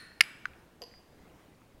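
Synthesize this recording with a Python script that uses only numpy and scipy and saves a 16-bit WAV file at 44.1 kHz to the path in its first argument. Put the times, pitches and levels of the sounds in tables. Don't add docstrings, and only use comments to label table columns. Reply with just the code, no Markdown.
import sys
import numpy as np
from scipy import signal
from scipy.io import wavfile
from scipy.ndimage import uniform_filter1d

SR = 44100
rng = np.random.default_rng(int(sys.argv[2]) if len(sys.argv) > 2 else 0)


def nominal_scale(level):
    x = np.asarray(level, float) / 20
    return 10 ** x


def persist_wave(psi):
    counts = np.round(np.clip(psi, -1, 1) * 32767).astype(np.int16)
    wavfile.write(sys.argv[1], SR, np.atleast_2d(counts).T)


N = 79380
LEAD = SR // 4
GRIP_S, AWAY_GRIP_S, GRIP_DB_PER_S = 0.0062, 0.0032, 8998


def evened(x):
    return x / np.sqrt(np.mean(x ** 2) + 1e-20)


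def read(points, hz):
    point_hz, value = np.transpose(points)
    return np.interp(np.log(hz + 1), np.log(point_hz + 1), value)


def silence():
    return np.zeros(N + LEAD)


def add(mix, start_s, sound):
    part = mix[LEAD + round(start_s * SR):][:len(sound)]
    part += sound[:len(part)]


def ring(modes, level_db, grip_s=1, rise_s=0.00024):
    t = np.arange(SR // 2) / SR
    pitch_hz, mode_db, t60_s = np.transpose(modes)[:, :, None]
    tones = nominal_scale(mode_db - 60 * t / t60_s) * np.sin(2 * np.pi * pitch_hz * t)
    grip_db = np.maximum(-GRIP_DB_PER_S * np.maximum(t - grip_s, 0), -200)
    return nominal_scale(level_db + grip_db) * np.minimum(t / rise_s, 1) * tones.sum(axis=0)


def burst(noise, level_db, t60_s):
    return nominal_scale(level_db - 60 * np.arange(len(noise)) / SR / t60_s) * noise


def hiss(spectrum, patchy_db):
    frames, hz = N // 256 + 5, np.fft.rfftfreq(1024, 1 / SR)
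    real, imag, patches = rng.standard_normal((frames, 513, 3)).T
    patches = uniform_filter1d(patches, size=8, axis=0)
    patches = evened(uniform_filter1d(patches, size=8, axis=1))
    level_db = read(spectrum, hz)[:, None] + patchy_db * patches
    z = (real + 1j * imag) * nominal_scale(level_db)
    return evened(signal.istft(z, nperseg=1024, noverlap=768)[1][:N])


# pitch_hz, level_db_per_hz
HUM_SPECTRUM = [(18, -11), (45, 0.5), (250, -2.5), (600, -7.5), (1200, -16.5), (2500, -20), (5000, -27),
                (16000, -32.5)]


def ventilation():
    return nominal_scale(-61) * hiss(HUM_SPECTRUM, patchy_db=1.4)


# pitch_hz, level_db_per_hz
RUSTLE_SPECTRUM = [(100, -2), (300, 2), (700, -7.5), (2000, -14), (4000, -25), (9000, -31.5)]
# time_s, level_db
SLEEVE_MOTION = [(0, -70), (.6, -60.5), (.8, -72.5), (0.898, -68.5), (1.1, -66), (1.22, -60), (1.45, -60),
                 (1.6, -68.5), (1.8, -74)]


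def sleeve():
    time_s, level_db = np.transpose(SLEEVE_MOTION)
    motion = nominal_scale(np.interp(np.arange(N) / SR, time_s, level_db))
    return motion * hiss(RUSTLE_SPECTRUM, patchy_db=2.8)


# pitch_hz, t60_s
ROOM_DECAY = [(300, 0.23), (1500, 0.95), (3000, 0.75), (6000, 0.82), (12000, 0.44), (15000, 0.18)]
# delay_s, level_db
EARLY_ECHOES = [(.0085, -31), (.0135, -28.5), (.0165, -34), (.0285, -31.5)]


def kitchen(near, away):
    taps, early = np.zeros((2, SR))
    at = np.arange(0, SR - 20, 20)
    taps[at + rng.integers(0, 20, at.shape)] = rng.choice([-1., 1.], at.shape)
    hz, t, z = signal.stft(taps, SR, nperseg=256)
    decay = nominal_scale(-60 * t / read(ROOM_DECAY, hz)[:, None])
    tail = signal.istft(z * decay, SR, nperseg=256)[1][:SR]
    tail_start_s = 0.022
    tail = tail * np.clip(np.arange(SR) / SR / tail_start_s - .5, 0, 1)
    tail = nominal_scale(-25) * tail / np.linalg.norm(tail)
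    for delay_s, level_db in EARLY_ECHOES:
        early[round(delay_s * SR)] = nominal_scale(level_db)
    return (signal.fftconvolve(near, early) + signal.fftconvolve(away, tail))[:len(near)]


# start_s, level_db, pitch_hz
COUNTER_BUMPS = [
    (1.204, -49, 58.4),
    (1.745, -47, 41.8),
    (1.774, -49.5, 36.1),
]


def bumps():
    out = silence()
    for start_s, level_db, pitch_hz in COUNTER_BUMPS:
        add(out, start_s, ring([(pitch_hz, 0, 0.071)], level_db, rise_s=0.0045))
    return out[LEAD:]


# start_s, level_db, pitch_hz
TINY_TICKS = [(0.118, -49.5, 1900), (.535, -53.5, 2600), (.913, -59.5, 2200), (.939, -52, 2110),
              (1.012, -71, 2970), (1.299, -62, 3000), (1.549, -67, 4700), (1.618, -57.5, 1288)]
# pitch_ratio, level_db, t60_s
TICK_PARTS = [(0.94, 8.5, 0.0087), (1.23, -8, .005), (.75, -11, 0.007), (2.1, -11, .003)]


def ticks():
    near = silence()
    for start_s, level_db, pitch_hz in TINY_TICKS:
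        modes = [(pitch_hz * ratio, part_db, t60_s) for ratio, part_db, t60_s in TICK_PARTS]
        add(near, start_s, ring(modes, level_db))
    return near


# pitch_hz, level_db, t60_s
PALM_MODES = [(726, 6, 0.016), (426, -4.5, .015), (170, -0.5, 0.014), (540, 9, 0.0076)]
# start_s, level_db
PALM_THUDS = [
    (.2076, -35.5),
    (.4553, -52),
]


def palm():
    near = silence()
    for start_s, level_db in PALM_THUDS:
        add(near, start_s, ring(PALM_MODES, level_db, rise_s=.001))
    return near


# pitch_hz, level_db, t60_s
EARLIER_MODES = [(1577, -5.5, 0.018), (1830, 2, 0.021), (2200, -4, 0.013), (2546, -6.5, 0.01),
                 (3914, -13.5, .015), (4220, -2.5, 0.072), (5000, -14, 0.012), (7101, -20, 0.014),
                 (9350, -8.5, .025), (10000, -17, .008)]


def earlier_clack():
    away = silence()
    add(away, -.04, ring(EARLIER_MODES, -13, AWAY_GRIP_S))
    return away


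# start_s, level_db
HARD_CRACKS = [
    (-.04, -26),
    (0.207, -23),
]


def cracks():
    away = silence()
    for start_s, level_db in HARD_CRACKS:
        add(away, start_s, burst(np.diff(rng.standard_normal(401)), level_db, t60_s=.008))
    return away


# pitch_hz, level_db, t60_s
FREE_MODES = [(4852, 0, .1), (4826, -10, .14), (4597, -6, .08), (4540, -12, .07), (4700, -13, .05),
              (4950, -14, .05), (11290, -15, .15), (11180, -24, .06)]
# pitch_hz, level_db, t60_s
KNOCK_MODES = [(2920, 9, 0.0042), (6200, 2.5, 0.0039), (7200, 3, 0.0028), (12600, -4, 0.0036),
               (477.6, -3.5, 0.088), (530, -13, .02), (989, -9.5, 0.075), (690, -6.5, 0.047),
               (1900, -9.5, 0.014), (14000, -14, 0.0038)]
# start_s, ring_db, knock_db
LIFT_CHATTER = [
    (0.8188, -42, -39),
    (0.8244, -66, -40.5),
    (0.8309, -67, -49),
    (.8378, -45.5, -47.5),
    (.8425, -62, -58),
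]
# start_s, level_db, pitch_hz
TIP_NUDGE = [
    (.8128, -44, 530),
]


def table_bowl():
    glass, wood = silence(), silence()
    for start_s, ring_db, knock_db in LIFT_CHATTER:
        add(glass, start_s, ring(FREE_MODES, ring_db))
        add(wood, start_s, -ring(KNOCK_MODES, knock_db, rise_s=0.00095))
    for start_s, level_db, pitch_hz in TIP_NUDGE:
        add(wood, start_s, ring([(pitch_hz, 0, .031)], level_db, rise_s=0.00078))
    return glass + wood, nominal_scale(14) * glass + nominal_scale(13.5) * wood


def small_body(x):
    return signal.sosfilt(signal.butter(6, 1237, "high", fs=SR, output="sos"), x)


# pitch_hz, level_db, t60_s
STACK_MODES = [(1272, -14, 0.075), (1526, 8, 0.012), (1864, 5, 0.004), (2500, -24, 0.024),
               (3150, -34, .007), (4150, -20, 0.018), (4650, -22, 0.017), (6290, -19.5, 0.012),
               (7160, -36, 0.011), (9300, -32, 0.0078)]


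def settling_stack():
    near, away = silence(), silence()
    start_s = .4551
    add(near, start_s, -ring(STACK_MODES, -24, GRIP_S, rise_s=0.00039))
    add(away, start_s, ring(STACK_MODES, -28.5, AWAY_GRIP_S))
    return small_body(near), away


# pitch_hz, level_db, t60_s
CUP_MODES = [(1250, -28, .03), (1426, -12.5, .03), (1820, -5, .03), (2180, 2, .025), (2479, -4, .03),
             (2736, -0.5, 0.014), (2900, -13.5, 0.0067), (3350, -16.5, .02), (3890, -23.5, 0.0067)]
RIM_PITCHES = [4132, 4615, 5010, 5316, 5565, 6115, 7250, 7950, 9181, 9995, 10268, 12040, 13400, 13900]
# level_db, t60_s
RIM_DECAYS = [(-17.5, 0.053), (-14, 0.12), (-6, 0.047), (-22.5, .031), (-29, 0.036), (-31.5, .03),
              (-20, 0.018), (-25.5, .012), (-22.5, .021), (-21.5, 0.015), (-15.5, 0.029), (-23.5, 0.011),
              (-26.5, 0.014), (-23, 0.013)]
# pitch_hz, level_db, t60_s
AWAY_MODES = [(1690, -6, 0.0071), (1944, 0.5, 0.0057), (2288, -2.5, 0.019), (2670, -1, .008),
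              (4200, -12.5, .012), (4940, -8, .01), (7231, -19, 0.011), (7940, -17, 0.028),
              (8900, -17.5, .012), (10017, -12, .014), (12150, -14.5, .012), (14000, -22.5, .006)]
# start_s, cup_db, rim_db
CLACK_CONTACTS = [
    (.2075, -6, -14),
    (.2085, -26, -8.5),
    (.2096, -23.5, -10),
    (.2112, -27, -12.5),
]


def hard_clack():
    near, away = silence(), silence()
    rim_modes = np.column_stack([RIM_PITCHES, RIM_DECAYS])
    blow_s = CLACK_CONTACTS[0][0]
    for start_s, cup_db, rim_db in CLACK_CONTACTS:
        grip_s = blow_s + GRIP_S - start_s
        add(near, start_s, ring(CUP_MODES, cup_db, grip_s, rise_s=0.00039))
        add(near, start_s, ring(rim_modes, rim_db, grip_s))
    grit = uniform_filter1d(rng.standard_normal(400), size=2)
    add(near, CLACK_CONTACTS[1][0], burst(grit, -31.5, t60_s=0.017))
    add(away, blow_s, ring(AWAY_MODES, -5.5, AWAY_GRIP_S))
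    return small_body(near), away


def scene():
    table_near, table_away = table_bowl()
    stack_near, stack_away = settling_stack()
    clack_near, clack_away = hard_clack()
    near = ticks() + palm() + table_near + stack_near + clack_near
    away = earlier_clack() + cracks() + table_away + stack_away + clack_away
    contacts = (near + kitchen(near, away))[LEAD:]
    return (ventilation() + sleeve() + bumps() + contacts)[None]


def band_limit(x):
    return signal.sosfilt(signal.butter(12, 16410, fs=SR, output="sos"), x)


def record(dry):
    edge = signal.firwin(255, 16050, window=("kaiser", 9), fs=SR)
    mix = signal.oaconvolve(dry, edge[None], "same")
    return band_limit(mix)


dry = scene()
out = record(dry)
persist_wave(out)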